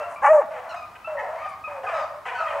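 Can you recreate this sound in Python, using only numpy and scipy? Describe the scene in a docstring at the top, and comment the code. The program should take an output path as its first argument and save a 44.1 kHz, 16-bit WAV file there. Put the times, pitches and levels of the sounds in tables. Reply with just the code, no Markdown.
"""Hounds giving tongue in a forest

A pack runs along a trail. One near dog bays: a hoarse bark that closes into a clear howl. Farther
dogs answer with howls, rough barks and high yelps. Vibrating vocal folds supply the harmonics, throat
resonances shape them, and irregular vibration makes them hoarse. Trunks scatter the calls into an
echo, and brush rustles faintly over the low rumble and hiss of the open air."""
import sys
import numpy as np
from scipy import signal
from scipy.fft import rfft, irfft, next_fast_len
from scipy.io import wavfile
from scipy.ndimage import uniform_filter1d, minimum_filter1d, map_coordinates

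SR = 44100
rng = np.random.default_rng(int(sys.argv[2]) if len(sys.argv) > 2 else 0)


def to_wav(sig):
    """Store sig (one row per channel, or 1-D mono) as 16-bit WAV at the path in sys.argv[1].

    Samples outside -1..1 are clipped; the rate is SR.
    """
    pcm = np.clip(np.atleast_2d(sig), -1, 1) * 32767
    pcm = np.round(pcm).astype(np.int16)
    wavfile.write(sys.argv[1], SR, pcm.T)  # frames by channels


N = 114660
T = np.arange(N) / SR

# throat resonances of the farther dogs: f/Hz, relative level/dB
PACK_THROAT = [(250, -37), (430, -4), (600, 21), (900, 9), (1250, 0), (1900, -8), (2500, -16),
               (3000, -23.5), (3600, -36.5), (5500, -33), (8000, -35), (13000, -47.5)]


def near_bay():
    """Source and filter: a hoarse bark closes on a strong fundamental and ends in a falling groan."""
    # course of the bay: t/s, pitch f/Hz, fundamental level/dB, overtone level/dB,
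    # mouth tilt/(dB per octave), roughness
    course = [(.219, 538, -46, -37, 4, 0.5), (.227, 523, -37, -21, -13, 0),
              (.236, 558.7, -32, -22.5, 0, 0.97), (0.244, 598, -45, -15, -3, 1.14),
              (0.267, 544.2, -40, -7.5, -3.5, 0.67), (0.277, 566, -25.5, -1, -3.5, 0.82),
              (0.289, 578, -17, -19.5, -3.5, 0.3), (0.3, 626.3, -16, -24.5, -2, 0.1),
              (0.323, 640, 2, -25.5, 6.5, 0.1), (0.331, 620.4, -10, -24.5, -4, 0.77),
              (0.365, 595.3, -14.5, -20.5, -14.5, 1), (0.399, 574.5, -14.5, -32.5, -1, 0.2),
              (0.409, 500.3, -28.5, -23.5, -9.5, 0.46), (0.422, 400, -51, -27.5, -2.5, 1.1),
              (0.458, 174, -53.5, -44.5, -9.5, 0.9)]
    # main resonances of the throat: f/Hz, relative level/dB
    throat = [(250, -53), (450, -31), (680, 1), (850, 6), (1400, -4), (1800, -5.5), (2300, -14),
              (2900, -23), (3500, -54)]
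    # its thin upper resonances: f/Hz, relative level/dB
    upper_throat = [(3000, -22), (4900, -13.5), (6300, -1.5), (7000, 1), (7500, -4), (9300, -4.5),
                    (11000, -25.5)]
    times, *columns = np.transpose(course)
    t = np.arange(times[0], times[-1], 1 / SR)
    pitch, tone_db, over_db, tilt_db, rough = [np.interp(t, times, column) for column in columns]
    phase = fold_phase(t, pitch, jitter=0.011, rate=300)
    tone = amp(tone_db) * np.sqrt(2) * np.sin(phase)
    rasp = amp(over_db) * overtones(t, phase, pitch, throat, tilt_db, rough, chaos=0.37, rate=190)
    hiss = overtones(t, phase, pitch, upper_throat, 0, rough, chaos=1, rate=260)
    hiss_gain = amp(tone_db - 47) + amp(over_db - 37.5)
    return place(t, tone + rasp + hiss_gain * hiss)


def howls():
    """Random modulation spreads the overtones of held notes and yips into a husk over a thin tone."""
    # howls: start t/s, length t/s, first f/Hz, last f/Hz,
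    # fundamental level/dB, overtone level/dB, roughness of the fundamental
    calls = [(-.04, 0.077, 637.7, 573.5, -29.5, -32.5, 0.68), (0.038, 0.11, 698.2, 643, -38, -41, 0.8),
             (0.626, 0.11, 649, 639.2, -39.5, -41, 1.2), (0.741, 0.012, 715, 687, -28.5, -29.5, 0.05),
             (1.073, 0.12, 635, 545, -30.5, -39, 0.06), (1.28, 0.12, 596.9, 660.3, -34, -39, 1),
             (1.455, 0.017, 737, 770, -32, -39, 0.5), (1.675, 0.13, 593.6, 521.2, -37.5, -37, 0),
             (1.925, 0.12, 650, 585.3, -32, -33.5, 0), (2.042, 0.11, 604, 579.3, -40, -50, 0.03),
             (2.399, 0.073, 633, 653.6, -31, -34, 0.37), (2.502, 0.21, 652.7, 615, -34, -35.5, 0.5),
             (2.53, 0.12, 578, 524, -32, -35.5, 0.5)]
    out = np.zeros(N)
    for start, length, first_hz, last_hz, tone_db, over_db, rough in calls:
        t, pitch, envelope = call(start, length, first_hz, last_hz, attack_s=0.0047)
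        phase = fold_phase(t, pitch, jitter=0.012, rate=190.6)
        rasp = overtones(t, phase, pitch, PACK_THROAT, tilt_db=2, rough=0.89, chaos=1, rate=380, first=3)
        tone = np.sqrt(2) * partial(t, phase, smear=0.24 * rough, rate=280)
        out += place(t, envelope * (amp(tone_db) * tone + amp(over_db) * rasp))
    return out


def barks():
    """Irregular vibration of the folds, sounding through an open mouth, gives nearly pure rasp."""
    # barks: start t/s, length t/s, first f/Hz, last f/Hz, level/dB, tilt/(dB per octave), roughness
    calls = [(0.502, .1, 635.6, 489.2, -34.5, 7.5, 1), (0.95, 0.015, 484, 502, -39.5, 23, 0.3),
             (1.186, 0.032, 425, 421, -31, 7, 0.06), (1.21, 0.074, 497, 443, -32, -1, 0.51),
             (1.39, 0.085, 628.2, 585, -39.5, 9.5, 0.43), (1.829, 0.093, 482.2, 526.4, -32.5, 7, 0.83),
             (1.882, .13, 715.3, 588.7, -30, 8, 1.1), (2.252, .055, 513.8, 468.3, -29.5, 12.5, 0.65),
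             (2.308, 0.11, 510.3, 473.2, -34.5, 8.5, 0.76), (2.46, 0.077, 635, 589.8, -31.5, 12, 0.57)]
    out = np.zeros(N)
    for start, length, first_hz, last_hz, db, tilt_db, rough in calls:
        t, pitch, envelope = call(start, length, first_hz, last_hz, attack_s=0.013)
        phase = fold_phase(t, pitch, jitter=0.017, rate=242.4)
        rasp = overtones(t, phase, pitch, PACK_THROAT, tilt_db, rough, chaos=0.98, rate=155.7)
        out += place(t, envelope * amp(db) * rasp)
    return out


def yelps():
    """Six harmonics about an octave above the howls; random modulation frays the highest first."""
    # yelps: start t/s, length t/s, first f/Hz, last f/Hz, fundamental level/dB,
    # octave level/dB, level/dB of harmonics 3-6 ahead of the throat, roughness
    calls = [(-.02, 0.081, 1271, 1361, -41.5, -46.5, -72, 0.13),
             (0.156, 0.032, 1110, 1188, -39.5, -47.5, -76.5, 0.54),
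             (0.69, 0.041, 1435, 1284, -37, -46.5, -49.5, .9),
             (.758, 0.041, 1232, 1240, -40, -46.5, -53.5, 0.16),
             (0.817, 0.029, 1187, 1224, -39, -44.5, -63, 0.1),
             (1.043, 0.038, 1290, 1346, -38, -40.5, -79, 0.02),
             (1.168, 0.038, 907, 960, -36, -33, -75, 0.72), (1.352, 0.08, 924, 1229, -44, -48, -64.5, 0.5),
             (1.412, 0.13, 1244, 1096, -38.5, -50, -62.5, 0.96),
             (1.638, 0.041, 1245, 1216, -35, -37, -65, 0.01),
             (1.847, 0.0303, 1655, 1440, -38, -79, -75, 0.1),
             (1.865, 0.034, 1262, 1154, -31.5, -38, -57, 0.25),
             (1.935, 0.11, 1296, 1174, -31, -60, -50, 0.77), (2.314, 0.056, 1002, 913, -33, -63, -72, 0.6),
             (2.348, 0.079, 1536, 1368, -36, -53, -53.5, 0.64),
             (2.384, 0.095, 1300, 1198, -33, -47.5, -58, 0.6)]
    # throat resonance acting on harmonics 3-6: f/Hz, level/dB
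    throat = [(3700, -7), (4250, -1.5), (5500, -8.5), (7500, -18)]
    out = np.zeros(N)
    for start, length, first_hz, last_hz, tone_db, octave_db, high_db, rough in calls:
        t, pitch, envelope = call(start, length, first_hz, last_hz, attack_s=0.0061, arch=0.019)
        phase = fold_phase(t, pitch, jitter=0.0094, rate=249)
        levels = [tone_db, octave_db] + [high_db + along(throat, k * pitch) for k in range(3, 7)]
        voice = sum(amp(db) * partial(t, k * phase, smear=rough * k / 2, rate=170 * k)
                    for k, db in enumerate(levels, 1))
        out += place(t, envelope * np.sqrt(2) * voice)
    return out


def call(start, length, first_hz, last_hz, attack_s, arch=0.02104):
    """Glide and envelope of one call: the pitch bulges by the share `arch` as the level sinks 1 dB."""
    release_s = 0.022
    t = np.arange(int((length + release_s / 2) * SR)) / SR
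    progress = np.clip(t / length, 0, 1)
    pitch = (first_hz + (last_hz - first_hz) * progress) * (1 + arch * np.sin(np.pi * progress))
    gate = np.clip(t / attack_s, 0, 1) * np.clip((t[-1] - t) / release_s, 0, 1)
    return t + start, pitch, np.sin(gate * np.pi / 2) * amp(1 - progress)


def fold_phase(t, pitch, jitter, rate):
    """The phase of the vocal folds is the integral of their trembling frequency."""
    return 2 * np.pi * np.cumsum(pitch * (1 + jitter * wobble(t, rate))) / SR


def overtones(t, phase, pitch, throat, tilt_db, rough, chaos, rate, first=2):
    """Throat-filtered harmonics at unit power; period doubling adds lines halfway between them."""
    rough = np.clip(rough, 0, 1)
    wave, power = 0, 1e-20
    for k in np.arange(first, 44) / 2:
        hz = k * pitch
        mouth_octaves = np.log2(np.clip(hz, 600, 2800) / 1000)
        treble_octaves = np.log2(np.clip(hz, 3200, 5000) / 3200)  # here the tilt reverses
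        gain = amp(along(throat, hz) + tilt_db * (mouth_octaves - 1.6 * treble_octaves))
        if k % 1 or k == 1:  # half-order lines and the fundamental grow with roughness
            gain *= rough
        wave += gain * partial(t, k * phase, chaos * rough * k, rate)
        power += gain ** 2 / 2
    return wave / np.sqrt(power)


def partial(t, phase, smear, rate):
    """Random modulation moves the share `smear` of a sinusoid's power into sidebands."""
    smear = np.clip(smear, 0, 1)
    flutter = np.sqrt(1 - smear) + np.sqrt(smear / 2) * (wobble(t, rate) + 1j * wobble(t, rate))
    return np.imag(flutter * np.exp(1j * phase))


def forest(x, wet_db, build_s):
    """Scattering by trunks adds a stereo echo that builds up, then decays exponentially by band."""
    # reverberation time: f/Hz, t/s to fall 60 dB
    decay = [(200, 0.15), (700, 0.75), (1300, 0.88), (2500, 0.56), (5000, 0.64), (10000, 0.37)]
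    # width of the echo: f/Hz, side over mid level/dB
    width = [(600, -14), (2400, -7), (4500, -5), (9000, -17.5)]
    hz, t, spectra = signal.stft(rng.standard_normal((2, SR)), SR, nperseg=256)
    envelope = amp(-60 * t / along(decay, hz)[:, None]) * (1 - np.exp(-t / build_s))
    tail = signal.istft(spectra * envelope, SR, nperseg=256)[1]
    tail /= np.linalg.norm(tail[0])
    mid, side = amp(wet_db) * signal.fftconvolve(x[None], tail, axes=1)[:, :N]
    side = filtered(side, lambda hz: amp(along(width, hz)))
    return np.array([x + mid + side, x + mid - side]) / np.sqrt(1 + amp(wet_db) ** 2)


def brush():
    """Friction of dogs against twigs: short swells of bright noise with a crackling amplitude."""
    # swishes: centre t/s, half length t/s, level/dB
    rustles = [(0.13, 0.044, -60.5), (1.498, 0.013, -57.5)]
    # spectrum of the twigs: f/Hz, relative level/dB
    twigs = [(3000, -10), (8000, 9), (11000, 4), (14000, -19)]
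    swell = sum(amp(db) * np.exp(-((T - centre) / half) ** 2) for centre, half, db in rustles)
    return swell * unit(noise(twigs) * amp(3.4 * wobble(T, 330)))


def open_air():
    """Ambient noise: a faint rumble with hiss, partly coherent between left and right."""
    # spectrum of the air: f/Hz, relative level/dB
    spectrum = [(22, -25), (40, -9), (92, 0.5), (125, -5.5), (350, -11.5), (1000, 0.5), (3000, -19),
                (7000, -27), (15500, -30.5)]
    # its width: f/Hz, side over mid level/dB
    width = [(70, -24), (170, -7.5), (6000, -7.5), (9000, -23)]
    mid = noise(spectrum)
    side = filtered(noise(spectrum), lambda hz: amp(along(width, hz)))
    return amp(-49.5) * np.array([mid + side, mid - side])


def amp(db):
    """Level in decibels to amplitude ratio."""
    return 10 ** (np.asarray(db) / 20)


def unit(x):
    """Normalisation to rms 1."""
    return x / np.sqrt(np.mean(x ** 2) + 1e-20)


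def along(points, hz):
    """Interpolation of (f/Hz, value) points on a logarithmic frequency axis."""
    f, values = np.transpose(points)
    return np.interp(np.log(hz + 1), np.log(f + 1), values)


def wobble(t, rate):
    """Smooth noise: a spline through `rate` random knots a second."""
    return map_coordinates(rng.standard_normal(4096), [(t - t[0]) * rate + 2], mode="mirror")


def filtered(x, response):
    """Linear filtering: the spectrum of x times a frequency response."""
    pad, size = 2048, x.shape[-1]
    x = np.pad(x, [(0, 0)] * (x.ndim - 1) + [(pad, pad)], mode="reflect")
    m = next_fast_len(x.shape[-1])
    return irfft(rfft(x, m) * response(np.fft.rfftfreq(m, 1 / SR)), m)[..., pad:pad + size]


def noise(spectrum):
    """White noise coloured by a spectrum, at rms 1."""
    return unit(filtered(rng.standard_normal(N), lambda hz: amp(along(spectrum, hz))))


def place(t, wave):
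    """Time shift of a call onto the scene's axis."""
    return np.interp(T, np.round(t[0] * SR) / SR + np.arange(len(t)) / SR, wave, left=0, right=0)


def scene():
    """The ratio of echo to direct sound gives distance: one dog close, the pack deep in the trees."""
    # balance of the calls, brighter on the left: f/Hz, left over right level/dB
    lean = [(1200, 0.5), (2800, 2.5), (8000, 1)]
    dogs = forest(near_bay(), wet_db=-20, build_s=0.0043)
    dogs += forest(howls(), wet_db=-7, build_s=0.013)
    dogs += forest(barks(), wet_db=-7, build_s=0.02)
    dogs += forest(yelps(), wet_db=-5.5, build_s=0.0023)
    dogs = filtered(dogs, lambda hz: amp(np.outer([0.5, -0.5], along(lean, hz))))
    return dogs + brush() + open_air()


def record(dry):
    """Fast peak limiting holds down the loudest bay; a steep low-pass bounds the band."""
    ceiling_db, top_hz = -5, 15700
    needed_gain = np.minimum(1, amp(ceiling_db) / (np.abs(dry).max(axis=0) + 1e-9))
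    gain = uniform_filter1d(minimum_filter1d(needed_gain, size=220), size=220)  # 5 ms windows
    low_pass = signal.ellip(12, 0.1, 90, top_hz, fs=SR, output="sos")
    return signal.sosfilt(low_pass, dry * gain)


dry = scene()
out = record(dry)
to_wav(out)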